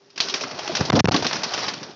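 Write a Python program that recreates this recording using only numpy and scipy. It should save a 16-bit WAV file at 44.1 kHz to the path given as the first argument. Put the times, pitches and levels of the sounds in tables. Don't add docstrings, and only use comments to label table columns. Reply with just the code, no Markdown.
import sys
import numpy as np
from scipy import signal
from scipy.io import wavfile

SR = 44100
rng = np.random.default_rng(int(sys.argv[2]) if len(sys.argv) > 2 else 0)


def file_out(sig):
    cols = np.atleast_2d(sig).T
    lim = np.clip(cols, -1, 1)
    pcm = np.round(lim * 32767).astype(np.int16)
    wavfile.write(sys.argv[1], SR, pcm)


N = 85995
STOP = 1.0
JUMP_S = .0007


def undb(db):
    return 10 ** (np.asarray(db) / 20)


def rms_one(x):
    return x / np.sqrt(np.mean(x ** 2) + 1e-20)


def in_time(rows):
    s, *columns = np.transpose(rows)
    return [np.interp(np.arange(N) / SR, s, c) for c in columns]


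def drift(rate_hz):
    r = np.exp(-2 * np.pi * rate_hz / SR)
    slow = signal.lfilter([1], [1, -2 * r, r * r], rng.standard_normal(N + SR))
    return rms_one(slow[SR:])


def coloured(spectrum, patch_db):
    hz, db = np.transpose(spectrum)
    edges = hz[0] * 2 ** np.arange(0, np.log2(hz[-1] / hz[0]) + 1 / 3, 1 / 3)
    white = rng.standard_normal((2, N))
    flicker = [drift(25) for _ in range(4)]
    out = 0
    for k, (low, high) in enumerate(zip(edges, edges[1:])):
        band_filter = signal.butter(2, [low, high], "band", fs=SR, output="sos")
        band = signal.sosfilt(band_filter, white[k % 2])
        band_db = np.interp(np.log(low * high) / 2, np.log(hz), db)
        out = out + band * undb(band_db + patch_db * flicker[k % 4])
    return rms_one(out)


def wings():
    stroke_starts = [.102, .1592, .1772, .2028, .2852, .2966, .3396, .4091, .4356, .5113, .5887, .6286,
                     .676, .7518, .7688, .806, .8521, .9, .9274, .954, .9915, 1.0437, 1.0557, 1.0851, 1.118,
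                     1.143, 1.1619, 1.2238, 1.2447, 1.2667, 1.311, 1.329, 1.356, 1.4333, 1.5361, 1.5785,
                     1.6398, 1.6817, 1.7361, 1.8299, 1.908]
    # treble_db [dB], middle_db [dB re treble], bass_db [dB re treble],
    # rattle_s [s], snap_db [dB re treble]; treble_db is the stroke's reference level
    strokes = [(-39, -31, -31, .006, -9), (-27, -17, -16, .008, -16), (-17, -7.5, -18.5, .004, -2),
               (-4.5, -17, -25.5, 0.0077, -1), (-19, -14.5, -17, .003, -1), (-13.5, -22, -15, 0.0071, -11),
               (-7, -8, -16, 0.0045, -20), (-16.5, -18, -7.5, 0.027, -12), (-22.5, 1, -12, 0.0064, -1),
               (-24.5, -1.5, -3.5, 0.005, -17), (-17, -5.5, -8, 0.0053, -9.5), (-37, -14, -19, .006, -11),
               (-15, -11, -11.5, 0.003, -5), (-6.5, -11.5, -24, 0.0015, 0), (-10.5, -11, -12, 0.002, -6.5),
               (-14, -2, -3, 0.004, -9), (-15.5, -25, -26, 0.0061, -13), (-8, -3.5, 1.5, .005, 5.5),
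               (-27, -4, 15, 0.0024, -6), (-10.5, -14, -8, 0.015, -7), (-7, -3.5, -7.5, 0.02, -8),
               (-25, -19, 11, 0.0035, -2), (-8.5, -2.5, 0, .004, 1), (-13.5, 1.5, 2.5, 0.018, -1),
               (-9.5, -4.5, -28, .003, -0.5), (-9, -2.5, -4, 0.0042, -12), (-7.5, -13, -29, 0.0035, -1.5),
               (-14.5, -8, -5, 0.011, 0), (-14, -4, -8, 0.015, -16), (-7.5, -16, -18.5, 0.0025, 2),
               (-21.5, 4, -3, 0.0028, -7), (-8.5, -6.5, -12, 0.0018, -10.5), (-17, -3, -18, 0.012, -4),
               (-8.5, -9.5, -21, 0.011, -18), (-11.5, -9, -14, 0.011, -2), (-15.5, -5.5, -15, 0.0059, 5),
               (-22, 1.5, -12, 0.0087, -9), (-12, -5.5, -10, 0.008, -0.5),
               (-17.5, -8.5, -18.5, 0.0056, -20), (-23, -9, -19, 0.0074, 0), (-34.5, -9, -24, .006, -6)]
    band_trim = [-1.5, 1, 2.5]
    # [dB per Hz, shape only]
    treble = [(1470, -30), (2500, -5.5), (3900, -4), (4450, -3), (5770, -1), (6450, -11), (7000, -29.5),
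              (9100, -49), (15400, -120)]
    middle = [(650, -16), (1100, 0), (1340, 0.5), (1990, -2.5), (3000, -11.5), (3900, -38), (6600, -120)]
    bass = [(120, -56), (200, -14.5), (448, -2), (637, -1), (700, 0), (1300, -9), (1690, -25), (2860, -120)]
    patch_db = 1.5

    t = np.arange(SR // 2) / SR
    flutter = feather_flutter()
    tick = snap(t)
    tail = wall_tail(t)
    snaps = np.zeros(N + SR)
    power = np.zeros((3, N + SR))
    sides = rng.choice([-1, 1], len(strokes))
    for s, (db, middle_db, bass_db, rattle_s, snap_db), side in zip(stroke_starts, strokes, sides):
        i = int(s * SR)
        span = slice(i, i + len(t))
        snaps[span] += side * undb(db + snap_db) * tick
        burst = rattle(t, rattle_s) * flutter[span]
        gains = undb(2 * (db + np.array([0, middle_db, bass_db]) + band_trim))
        power[:, span] += gains[:, None] * (burst + tail)
    power = power[:, :N] + flutter[:N] * rustle()
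    noises = [coloured(colour, patch_db) for colour in (treble, middle, bass)]
    return snaps[:N] + sum(np.sqrt(p) * noise for p, noise in zip(power, noises))


def snap(t):
    decay_s, pitch_hz = 0.00015, 3000
    tick = np.exp(-t / decay_s) * np.sin(2 * np.pi * pitch_hz * t)
    return tick / tick.max()


def rattle(t, rattle_s):
    rise_s, level_db = 0.00037, -8.5
    sag_db_per_s, fall_t60_s = 397.5, 0.04
    fall_db = 60 * np.maximum(t - rattle_s, 0) / fall_t60_s
    return undb(2 * (level_db - sag_db_per_s * t - fall_db)) * np.minimum(t / rise_s, 1) ** 2


def wall_tail(t):
    level_db, t60_s, rise_s = -14.5, 0.19, 0.012
    return undb(2 * (level_db - 60 * t / t60_s)) * (1 - np.exp(-t / rise_s))


def feather_flutter():
    rate_hz, depth_db = 500, 1.8
    flutter = undb(2 * depth_db * drift(rate_hz))
    return np.append(flutter / flutter.mean(), np.ones(SR))


def downwash():
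    # time_s [s], buffeting_db [dB], rumble_db [dB]
    wash_levels = [(0.0, -58.5, -72), (0.13, -65.5, -73), (0.172, -48.5, -70), (0.216, -48, -53),
                   (0.238, -49, -58), (0.282, -41, -49), (0.314, -49, -64), (0.358, -36.5, -64),
                   (0.384, -55, -65), (0.456, -38, -65), (0.498, -52, -69), (0.532, -41, -47.5),
                   (0.624, -46, -56), (0.668, -68, -56), (0.7, -41.5, -49), (0.722, -34, -40),
                   (0.748, -33.5, -50), (0.782, -47.5, -50), (0.802, -20.5, -34), (0.814, -24.5, -41.5),
                   (0.836, -41, -27), (0.858, -37, -41), (0.878, -38, -45), (0.9, -31, -33),
                   (0.944, -19.5, -18), (0.976, -16, -31), (1.014, -29, -38.5), (1.032, -33, -31),
                   (1.042, -35, -42), (1.058, -30, -29), (1.07, -9, -13), (1.09, -17.5, -22),
                   (1.112, -19, -32), (1.134, -30.5, -26), (1.15, -21, -30.5), (1.184, -32, -38),
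                   (1.204, -31, -31), (1.226, -40, -32), (1.264, -26.5, -43), (1.292, -43, -52),
                   (1.314, -41, -56), (1.362, -35, -43), (1.394, -41.5, -51), (1.476, -40.5, -50.5),
                   (1.492, -54, -49), (1.514, -69, -48), (1.558, -45, -52.5), (1.64, -47, -44.5),
                   (1.678, -43, -44), (1.77, -42.5, -67), (1.808, -40.5, -61), (1.846, -45, -53),
                   (1.872, -43, -60), (1.95, -49, -62)]
    # [dB per Hz, shape only]
    wash_colour = [(76, -24.5), (130, -4), (259, 0.5), (501, -6), (797, -7), (1200, -17.5), (1560, -50),
                   (2640, -120)]
    rumble_edges = [50.9, 125]
    lump_db, lump_hz = 2.0, 40

    buffeting_db, rumble_db = in_time(wash_levels)
    rumble_filter = signal.butter(2, rumble_edges, "band", fs=SR, output="sos")
    rumble = rms_one(signal.sosfilt(rumble_filter, rng.standard_normal(N)))
    lumps = undb(buffeting_db + lump_db * drift(lump_hz))
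    turbulence = lumps * coloured(wash_colour, 2.0)
    return turbulence + undb(rumble_db) * rumble + suction() + puffs()


def suction():
    # start_s [s], end_s [s], jump_onto_stop [full scale], jump_off_stop [full scale]
    pinned = [(.9048, .9207, .3, .07), (.9225, .927, .07, .3), (.939, .9435, .35, .2),
              (1.0068, 1.0432, .5, .75), (1.058, 1.0745, .5, .35), (1.0768, 1.082, .15, .15),
              (1.094, 1.1108, .15, .12)]
    lean_s = .06
    points = [(0, 0), (pinned[0][0] - lean_s, 0)]
    for start, end, onto, off in pinned:
        points += [(start - JUMP_S, onto - STOP), (start, -STOP), (start + JUMP_S / 2, -4 * STOP)]
        points += [(end - JUMP_S / 2, -4 * STOP), (end, -STOP), (end + JUMP_S, off - STOP)]
    points += [(pinned[-1][1] + lean_s, 0)]
    return in_time(points)[0]


def puffs():
    # start_s [s], size [full scale, negative is inward], decay_s [s]
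    puff_rows = [(.8102, -.75, .03), (.9315, .6, .002), (.9365, .65, .003), (.9745, .7, .002),
                 (.9778, .6, .003), (1.0446, -.7, .003), (1.0845, .6, .003), (1.0872, -.6, .003),
                 (1.1185, -.35, .004)]
    t = np.arange(N) / SR
    out = np.zeros(N)
    for start, size, decay in puff_rows:
        rise = np.clip((t - start) / JUMP_S, 0, 1)
        out += size * rise * np.exp(-np.maximum(t - start, 0) / decay)
    return out


def thuds():
    # start_s [s], pitch_hz [Hz], level_db [dB, before the soft rise], t60_s [s]
    thud_rows = [(.655, 822, -20.5, 0.06), (.694, 653, -13.5, 0.053), (.694, 350, -20, 0.097),
                 (.805, 456, -20, 0.028), (0.929, 250, -17, 0.022), (0.973, 290, -18.5, 0.03),
                 (1.044, 203, -13.5, 0.092), (1.085, 203, -3, 0.02), (1.145, 1115, -7, 0.038),
                 (1.142, 224, -1.5, 0.028), (1.355, 218, -20.5, 0.041)]
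    rise_s = 0.004
    out = np.zeros(N)
    for start, hz, db, t60 in thud_rows:
        t = np.maximum(np.arange(N) / SR - start, 0)
        out += undb(db - 60 * t / t60) * (1 - np.exp(-t / rise_s)) * np.sin(2 * np.pi * hz * t)
    return out


def rustle():
    # time_s [s], high_db [dB, before the trims below], bass_db [dB]
    rustle_rows = [(0.0, -61, -74), (0.162, -58, -68.5), (0.222, -32.5, -36.5), (0.308, -33, -56),
                   (0.352, -36.5, -41), (0.526, -38, -40), (0.688, -33.5, -41), (0.884, -33.5, -34),
                   (1.08, -40, -42), (1.302, -33.5, -40.5), (1.504, -32.5, -35.5), (1.656, -28, -33.5),
                   (1.738, -39.5, -51.5), (1.824, -40.5, -41.5), (1.95, -50, -58.5)]
    high_db, bass_db = in_time(rustle_rows)
    return undb(2 * np.array([high_db - 3.0, high_db - 6.5, bass_db]))


def coo():
    # [dB rms, before the wavering]
    coo_rows = [(0, 397, -61), (.12, 400, -68.5), (.2, 395, -50.5), (.45, 387, -46), (.56, 397, -70),
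                (.6, 398, -47), (.66, 379, -44.5), (.72, 370, -67.5)]
    rough_db = 4.5
    hz, db = in_time(coo_rows)
    on = np.arange(N) / SR < coo_rows[-1][0]
    tone = np.sqrt(2) * np.sin(2 * np.pi * np.cumsum(hz) / SR)
    return on * undb(db + rough_db * drift(30)) * tone


def scene():
    return (wings() + downwash() + thuds() + coo())[None]


def record(dry):
    hiss_db = -66
    port_hz, port_width_hz, port_gain = 4370, 180, .15
    lowcut_hz, lowcut_q = 111, 1.22
    roll_hz, cutoff_hz = 6496, 8300
    top = .6

    x = np.maximum(dry, -STOP)
    x = x + undb(hiss_db) * rng.standard_normal(dry.shape)
    x = x + port_gain * signal.lfilter(*signal.iirpeak(port_hz, port_hz / port_width_hz, fs=SR), x)
    w = 2 * np.pi * lowcut_hz
    x = signal.lfilter(*signal.bilinear([1, 0, 0], [1, w / lowcut_q, w * w], fs=SR), x)
    x = signal.sosfilt(signal.butter(2, lowcut_hz, "high", fs=SR, output="sos"), x)
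    x = signal.sosfilt(signal.butter(12, roll_hz, fs=SR, output="sos"), x)
    x = x / (1 + (x / top) ** 4) ** .25
    return signal.sosfilt(signal.cheby2(12, 30, cutoff_hz, fs=SR, output="sos"), x)


dry = scene()
out = record(dry)
file_out(out)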